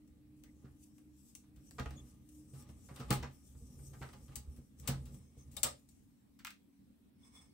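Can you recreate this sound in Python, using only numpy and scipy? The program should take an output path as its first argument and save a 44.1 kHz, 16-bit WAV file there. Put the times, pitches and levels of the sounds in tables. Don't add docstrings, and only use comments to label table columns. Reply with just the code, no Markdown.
import sys
import numpy as np
from scipy import signal
from scipy.io import wavfile
from scipy.ndimage import uniform_filter1d

SR = 44100
rng = np.random.default_rng(int(sys.argv[2]) if len(sys.argv) > 2 else 0)


def dump(signal):
    limited = np.clip(np.atleast_2d(signal).T, -1, 1)
    pcm = np.round(limited * 32767).astype(np.int16)
    wavfile.write(sys.argv[1], SR, pcm)


def makeup_ratio(level_db):
    decades = np.asarray(level_db, float) / 20
    return 10 ** decades


N = 332073


def evened(x):
    return x / np.sqrt(np.mean(x ** 2) + 1e-20)


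def read(points, hz):
    f, value = np.transpose(points)
    return np.interp(np.log(hz + 1), np.log(f + 1), value)


def curve(rows, axis):
    rows = np.array(rows)
    return makeup_ratio(np.interp(np.arange(N) / SR, rows[:, 0], rows[:, axis], -200, -200))


def add(mix, s, sound):
    part = mix[..., round(s * SR):][..., :sound.shape[-1]]
    part += sound[..., :part.shape[-1]]


def band(x, lo_hz, hi_hz):
    return signal.sosfilt(signal.butter(2, [lo_hz, min(hi_hz, 20000)], "band", fs=SR, output="sos"), x)


def resonate(x, hz, width_hz):
    return signal.lfilter(*signal.iirpeak(hz, hz / width_hz, SR), x)


def convolve(x, response):
    return signal.oaconvolve(x, response, axes=1)[:, :N]


def body(modes, like=0.79):
    t = np.arange(SR // 2) / SR
    out = np.zeros((2, len(t)))
    for hz, db, t60_s in modes:
        lag = (1 - like) * np.pi * (rng.random() - .5) * np.array([[1], [-1]])
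        out += makeup_ratio(db - 60 * t / t60_s) * np.sin(2 * np.pi * hz * t + lag)
    return out / np.linalg.norm(out[0])


def strokes(rows):
    stroke_db, flicker_db, step_s = 20, 1.5, .002
    s, db, rise_s, fall_s = np.transpose(rows)[..., None]
    t = np.arange(0, N / SR + .01, step_s)
    distance = np.maximum((s - t) / rise_s, (t - s) / fall_s)
    power = makeup_ratio(2 * (db - stroke_db * distance)).sum(0)
    flicker = makeup_ratio(flicker_db * evened(uniform_filter1d(rng.standard_normal(len(t)), size=10)))
    return np.interp(np.arange(N) / SR, t, np.sqrt(power) * flicker)


def rattle(rows, left_db):
    force = np.zeros((3, 2, N))
    t = np.arange(5000) / SR
    rise, stretch = np.array([[.7], [.3], [.2]]), np.array([[1.8], [1.2], [.9]])
    crack = np.array([[.1], [.6], [1.5]])
    like = np.array([[.85], [.4], [.15]])
    side_db = np.outer(left_db, [.5, -.5])
    for (s, db, hard_db, length_s), (a, b, c) in zip(rows, rng.standard_normal((len(rows), 3, 5000))):
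        shape = (1 - np.exp(-t / (rise * length_s))) * np.exp(-t / (stretch * length_s))
        shape = shape * (1 + crack * np.exp(-t / 0.0033))
        shape = shape * makeup_ratio(2.8 * evened(uniform_filter1d(c, 30)))
        shape /= np.linalg.norm(shape, axis=1)[:, None]
        right = like * a + np.sqrt(1 - np.minimum(like, 1) ** 2) * b
        grit = np.stack([a + 0 * like, right], axis=1)
        level_db = (db + hard_db * np.array([-1, 0, 1]))[:, None] + side_db
        add(force, s - .001, makeup_ratio(level_db)[..., None] * grit * shape[:, None])
    return force


# (time [s], relative level [dB], hardness: gained by steel, lost by board [dB],
# rattle decay before each part's stretch [s])
TIP_BLOWS = [(.075, -88, 15, 0.0085), (.437, -64.5, 5.5, 0.0051), (.645, -75.5, -6.5, 0.014),
             (.982, -73.5, 5, 0.0042), (1.352, -61.5, 13, 0.0025), (1.438, -82, -2, .0043),
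             (1.56, -72, 5, 0.014), (1.71, -63.5, 5.5, 0.0029), (1.783, -55, -10, 0.0061),
             (1.797, -48, -1.5, 0.0034), (1.858, -57, -9, 0.0033), (1.907, -60.5, 1, 0.0056),
             (2.289, -77, 13.5, 0.0077), (2.533, -65, 0, 0.028), (2.624, -72, 10, 0.0046),
             (2.69, -69, 0, 0.0059), (2.885, -64.5, -7, 0.013), (2.961, -57.5, 3.5, 0.0066),
             (2.998, -53.5, -2, 0.012), (3.105, -35, 2, 0.0075), (3.124, -49, 11, 0.021),
             (3.227, -50.5, -5.5, 0.0083), (3.549, -79, -3, 0.0036), (3.79, -77.5, -6, 0.0043),
             (3.933, -65, -4.5, 0.0084), (4.013, -61, -10.5, 0.012), (4.026, -55.5, -3.5, 0.0062),
             (4.089, -64.5, -2, 0.0051), (4.13, -60.5, 0, 0.011), (4.281, -70.5, -2, 0.011),
             (4.357, -51, 12, 0.0069), (4.563, -70, 5.5, .012), (4.799, -72, 15.5, 0.003),
             (4.875, -37.5, 5.5, 0.014), (5.055, -64.5, 6, 0.016), (5.144, -72, 4, 0.0046),
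             (5.377, -75.5, 9, 0.023), (5.512, -69, 11.5, 0.04), (5.567, -47.5, 7.5, 0.0069),
             (5.632, -34.5, 10.5, 0.007), (5.638, -38.5, 2.5, 0.012), (5.889, -80.5, 18.5, 0.0085)]
# (frequency [Hz], relative level [dB], t60 [s])
BOARD_MODES = [(610, -9, 0.084), (840.4, -5.5, 0.25), (1134, -14, 0.087), (1226, 2, 0.041),
               (1290, -4, 0.031), (1430, -19, .08), (1820, -23.5, .07)]
STEEL_MODES = [(5227, -16, .3), (7957, 0, .065), (8296, -1, .06), (8570, -3, .07), (9189, -10, .08),
               (14355, -8, .05)]


def taps():
    board, chassis, steel = rattle(TIP_BLOWS, [-1.5, 5, 11.])
    clatter = makeup_ratio(39) * band(band(board, 294, 1800), 320, 3400)
    clatter += makeup_ratio(32.5) * band(chassis, 2040, 6800)
    clatter += makeup_ratio(27) * band(steel, 5100, 17000)
    hard = steel * np.tanh(uniform_filter1d(abs(steel), 200) / makeup_ratio(-47.0)) ** 2
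    board_ring = convolve(board, makeup_ratio(19.5) * body(BOARD_MODES, like=0.73))
    steel_ring = convolve(hard, makeup_ratio(19.5) * body(STEEL_MODES, like=0.1))
    return clatter + board_ring + steel_ring


# (time [s], relative level [dB], hardness: gained by high part,
# lost by low part [dB], rattle decay before each part's stretch [s])
SCREW_BOUNCES = [(6.39, -66, 1.1, 0.0095), (6.449, -48.5, 1.3, 0.0016), (6.47, -52, 1.4, 0.0024),
                 (6.505, -60, 3.6, 0.0037)]


def screw():
    low, middle, high = rattle(SCREW_BOUNCES, [.3, 2.5, 6.])
    knock = makeup_ratio(42.5) * band(band(low, 1130, 2750), 790, 3400)
    return knock + makeup_ratio(33.5) * band(middle, 2800, 8600) + makeup_ratio(31.5) * band(high, 6800, 20000)


# (time [s], relative level [dB],
# frequency [Hz], width of each resonator pass [Hz], length [s])
SQUEAKS_AND_RING = [(0.441, -75.5, 2030, 300, 0.074), (0.628, -77, 1420, 116, 0.073),
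                    (1.659, -66.5, 5970, 200, 0.043), (1.961, -67.5, 3410, 120, 0.057),
                    (1.951, -64, 6700, 150, .06), (4.308, -82, 2770, 60, 0.033),
                    (5.563, -46, 3730, 299, 0.03), (5.193, -83.5, 6260, 80, 0.15),
                    (5.361, -69.5, 6230, 120, 0.1), (7.227, -69.5, 3455, 60, 0.029),
                    (7.335, -65.5, 3445, 79, 0.087), (7.45, -86, 4480, 60, 0.1)]


def squeaks_and_ring():
    out = np.zeros((2, N))
    noises = rng.standard_normal((len(SQUEAKS_AND_RING), 2, 8000))
    for (s, db, hz, width_hz, length_s), grit in zip(SQUEAKS_AND_RING, noises):
        tone = evened(resonate(resonate(grit, hz, width_hz), hz, width_hz))
        tone = tone[:, -round(length_s * SR):]
        add(out, s, makeup_ratio(db) * tone * signal.windows.tukey(tone.shape[1], .7) * makeup_ratio([[2], [-2]]))
    return out


# (peak time [s], level [dB], rise [s], fall [s])
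TIP_SLIDES = [(5.2, -78.5, 0.039, 0.45), (5.41, -71.5, 0.13, 0.068), (7.25, -67.5, 0.078, 0.15),
              (7.36, -62, 0.066, 0.17), (7.41, -69, 0.12, 0.11)]
# (frequency [Hz], width [Hz], relative level [dB])
SLIDE_RESONANCES = [(1090, 320, -5), (1823, 88, -12), (2180, 99, -2), (3445, 140, -6.5), (5300, 36, 5),
                    (5560, 460, -13), (6210, 92, -6), (8160, 51, -4), (8200, 1300, -14), (9390, 92.3, -1.5),
                    (15550, 750, -18.5)]


def scrape():
    slips = rng.standard_normal((2, N)) * (rng.random(N) < .3)
    ring = sum(makeup_ratio(db) * evened(resonate(slips, hz, width_hz)) * np.sqrt(width_hz)
               for hz, width_hz, db in SLIDE_RESONANCES)
    hiss = evened(band(slips, 780, 20000))
    return (evened(ring) + 0.4 * hiss) * strokes(TIP_SLIDES)


# (time [s], relative level on lowest group [dB], relative level on upper groups [dB])
TABLE_PUSHES = [(.101, -57, -69), (0.638, -66, -50.5), (1.569, -51.5, -62), (1.796, -39, -40.5),
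                (1.858, -39.5, -49), (1.959, -69, -53), (2.53, -65, -50.5), (2.689, -53, -53),
                (2.908, -76, -48), (2.996, -62, -41), (3.103, -42, -29), (3.23, -62, -51),
                (3.549, -50, -58), (3.615, -49, -55), (3.837, -72, -70), (4.008, -50, -44),
                (4.288, -52, -52.5), (4.362, -46, -53.5), (4.476, -40.5, -70), (4.578, -53.5, -54.5),
                (4.885, -48, -34), (5.068, -56, -56.5), (5.368, -50.5, -54.5), (5.57, -72, -66),
                (5.64, -52, -48.5)]
# (frequency [Hz], relative level [dB], t60 [s])
TABLE_MODES = [
    [(69.9, 5.5, 0.19), (50.6, -15.5, 0.22)],
    [(134, 0, 0.24)],
    [(200, -5, 0.17), (240.3, 2, 0.1), (314, -5, 0.08), (383.8, -11.5, 0.15), (456, -11, .12),
     (518, -17, 0.097)],
]
# (low edge [Hz], high edge [Hz])
TABLE_RANGES = [(42, 110), (105, 175), (175, 640)]
# (time [s], relative rumble level [dB])
HAND_WEIGHT = [(0, -66), (.71, -62.5), (1, -71), (1.7, -61), (1.92, -51), (2.29, -65.5), (2.62, -54),
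               (2.95, -62.5), (3.18, -37.5), (3.38, -65.5), (3.8, -51.5), (4.45, -57), (4.6, -54.5),
               (4.7, -67), (4.95, -42), (5.04, -50.5), (5.14, -49), (5.3, -64), (5.6, -53.5), (5.8, -69.5),
               (6.7, -87), (7.1, -82.5), (7.42, -64), (7.53, -75.5)]


def table():
    force = np.zeros((3, N))
    t = np.arange(4000) / SR
    swell = t * np.exp(-t / np.array([[.002], [.0015], [.008]]))
    swell = swell / swell.sum(axis=1)[:, None]
    uneven = np.array([[.3], [.3], [14.]])
    noises = rng.standard_normal((len(TABLE_PUSHES), 4000))
    for (s, weight_db, knock_db), grit in zip(TABLE_PUSHES, noises):
        push = makeup_ratio(np.array([weight_db, knock_db, knock_db]))[:, None]
        add(force, s - .004, push * (1 + uneven * grit) * swell)
    rings = [band(body(modes), *hz) * makeup_ratio(db)
             for modes, hz, db in zip(TABLE_MODES, TABLE_RANGES, [33, 37, 35])]
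    thuds = sum(convolve(f[None], ring) for f, ring in zip(force, rings))
    top = evened(rings[0]) + 0.73 * evened(rings[1]) + 0.41 * evened(rings[2])
    rumble = evened(convolve(rng.standard_normal((1, N)), top))
    return (thuds + rumble * curve(HAND_WEIGHT, axis=1)) * makeup_ratio([[-.6], [.6]])


# (frequency [Hz], likeness [-1..1])
PORT_LIKENESS = [(60, 0.97), (300, 0.14), (640, 0), (16000, 0)]


def noise(points, same=PORT_LIKENESS, patchy_db=2.0):
    hz = np.fft.rfftfreq(2048, 1 / SR)
    a, b, c, d, patches = rng.standard_normal((N // 512 + 5, 1025, 5)).T
    patches = evened(uniform_filter1d(uniform_filter1d(patches, 20, 0), 6, 1))
    like = np.clip(read(same, hz), -1, 1)[:, None]
    left = a + 1j * b
    z = np.array([left, like * left + np.sqrt(1 - like ** 2) * (c + 1j * d)])
    z *= makeup_ratio(read(points, hz)[:, None] + patchy_db * patches)
    return evened(signal.istft(z, nperseg=2048, noverlap=1536)[1][:, :N])


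# (peak time [s], level [dB], rise [s], fall [s])
BOARD_SHIFTS = [(.655, -77.5, 0.056, 0.045), (1.83, -62.5, 0.054, 0.26), (2.6, -75, 0.048, 0.55),
                (2.98, -57, 0.042, 0.15), (3.12, -38, 0.023, 0.081), (3.26, -62.5, 0.077, 0.12),
                (4.05, -68, .06, 0.22), (4.32, -68.5, 0.035, 0.19), (4.86, -62, 0.047, 0.12),
                (5.58, -75, 0.12, 0.14), (7.42, -78, 0.073, 0.059)]
# (peak time [s], relative level [dB], rise [s], fall [s])
SKIN_BRUSHES = [(.37, -81, 0.02, 0.11), (.52, -81, .1, 0.6), (.838, -62.5, 0.064, .06),
                (.97, -74.5, 0.19, .1), (1.19, -70.5, 0.078, 0.22), (1.286, -64, 0.16, .12),
                (1.4, -72, 0.11, 0.089), (1.67, -68, 0.1, 0.6), (2.096, -68, 0.24, 0.079),
                (2.37, -65, 0.18, .14), (2.61, -60, 0.16, 0.047), (2.7, -66, 0.043, 0.051),
                (2.866, -65, .2, 0.084), (2.95, -64, .1, 0.35), (3.35, -68, 0.11, 0.11),
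                (3.47, -66.5, 0.072, 0.35), (3.7, -69.5, 0.59, 0.43), (3.87, -61.5, 0.14, 0.11),
                (4, -65.5, 0.28, 0.42), (4.25, -70, 0.38, 0.35), (4.574, -70.5, 0.28, 0.17),
                (4.79, -65, 0.017, 0.56), (5.05, -85, 0.25, 0.23), (5.15, -62.5, 0.1, 0.065),
                (5.45, -77, 0.2, 0.23), (5.77, -72, .1, 0.12), (5.91, -74, 0.051, 0.28)]
# (frequency [Hz], relative density [dB])
SKIN_SPECTRUM = [(1470, -36.5), (2500, -12.5), (4370, -14), (5440, -2), (6760, -2.5), (8200, -1.5),
                 (9580, 0.5), (15200, -2), (16000, -28)]


def hands():
    rustle_re_weight_db, touch_db, hiss_end_s = -27, -84.5, 7.1
    a, b = rng.standard_normal((2, N))
    rub = a + 0.78 * b * np.array([[1], [-1]])
    rustle = band(rub, 380, 3400) + makeup_ratio(-10.0) * convolve(rub, body(BOARD_MODES))
    skin = noise(SKIN_SPECTRUM, patchy_db=3) * makeup_ratio([[2.5], [-2.5]])
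    touch = makeup_ratio(touch_db) * (np.arange(N) < hiss_end_s * SR)
    shifting = strokes(BOARD_SHIFTS) + makeup_ratio(rustle_re_weight_db) * curve(HAND_WEIGHT, axis=1)
    return evened(rustle) * shifting + skin * (strokes(SKIN_BRUSHES) + touch)


# (frequency [Hz], t60 [s])
ROOM_T60 = [(300, 0.36), (1000, 0.15), (4000, 0.23), (16000, 0.14)]


def room(x):
    turn_hz = 1.7
    echoes = np.zeros((4, SR // 2))
    at = np.arange(160, SR // 2 - 20, 10) + rng.integers(0, 10, (4, (SR // 2 - 171) // 10))
    np.put_along_axis(echoes, at, rng.choice([-1., 1.], at.shape), 1)
    hz, t, z = signal.stft(echoes, SR, nperseg=256)
    decay = makeup_ratio(-60 * t / read(ROOM_T60, hz)[:, None])
    tail = signal.istft(z * decay, SR, nperseg=256)[1]
    tail /= np.linalg.norm(tail[0])
    turn = np.exp(2j * np.pi * turn_hz * np.arange(N) / SR)
    mono = x.mean(0)
    return convolve((mono * turn.real)[None], tail[:2]) + convolve((mono * turn.imag)[None], tail[2:])


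# (frequency [Hz], relative density [dB])
AIR_SPECTRUM = [(25, -31.5), (70, -3), (160, -10.5), (200, -0.5), (285, -4), (340, -13.5), (600, -25.5),
                (1000, -30), (2050, -32), (4000, -34), (7000, -43.5), (8300, -43.5), (11000, -31),
                (16000, -32.5)]
# (frequency [Hz], level [dB])
FAN_TONES = [(199.5, -76), (239.3, -77), (279.5, -74)]
# (time [s], level [dB])
DRONE_LEVEL = [(0.0, -64), (0.17, -70), (0.3, -63), (1.17, -65.5), (1.33, -73.5), (1.55, -61.5),
               (1.7, -71.5), (1.99, -61), (2.17, -71), (2.38, -58), (2.52, -67.5), (2.85, -74)]


def hum():
    air_db, drone_hz = -66.5, 303
    t = np.arange(N) / SR
    out = makeup_ratio(air_db) * noise(AIR_SPECTRUM)
    tones = [(hz, makeup_ratio(db), 2.5) for hz, db in FAN_TONES]
    tones.append((drone_hz, curve(DRONE_LEVEL, axis=1), 3.))
    for hz, gain, width_hz in tones:
        waver = evened(resonate(rng.standard_normal(N), hz, width_hz))
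        out += gain * evened(np.sin(2 * np.pi * (hz * t + rng.random())) + .3 * waver)
    return out


def scene():
    near = taps() + screw()
    return near + makeup_ratio(-1.5) * room(near) + squeaks_and_ring() + scrape() + table() + hands() + hum()


def roll_off(x):
    return signal.sosfilt(signal.butter(12, 17160, fs=SR, output="sos"), x)


# (frequency [Hz], gain [dB])
TONE_COLOUR = [(20, -0.5), (7000, -1.5), (8200, 3.5), (9500, -5), (14000, -8), (15300, -4.5), (15750, 0.5),
               (15900, -20), (16800, -20.5), (17200, -54)]


def record(dry):
    log_gain = np.log(makeup_ratio(read(TONE_COLOUR, abs(np.fft.fftfreq(8192, 1 / SR)))))
    colour = np.fft.ifft(np.exp(np.conj(signal.hilbert(log_gain)))).real[:4096]
    mix = convolve(dry, colour[None])
    return roll_off(mix)


dry = scene()
out = record(dry)
dump(out)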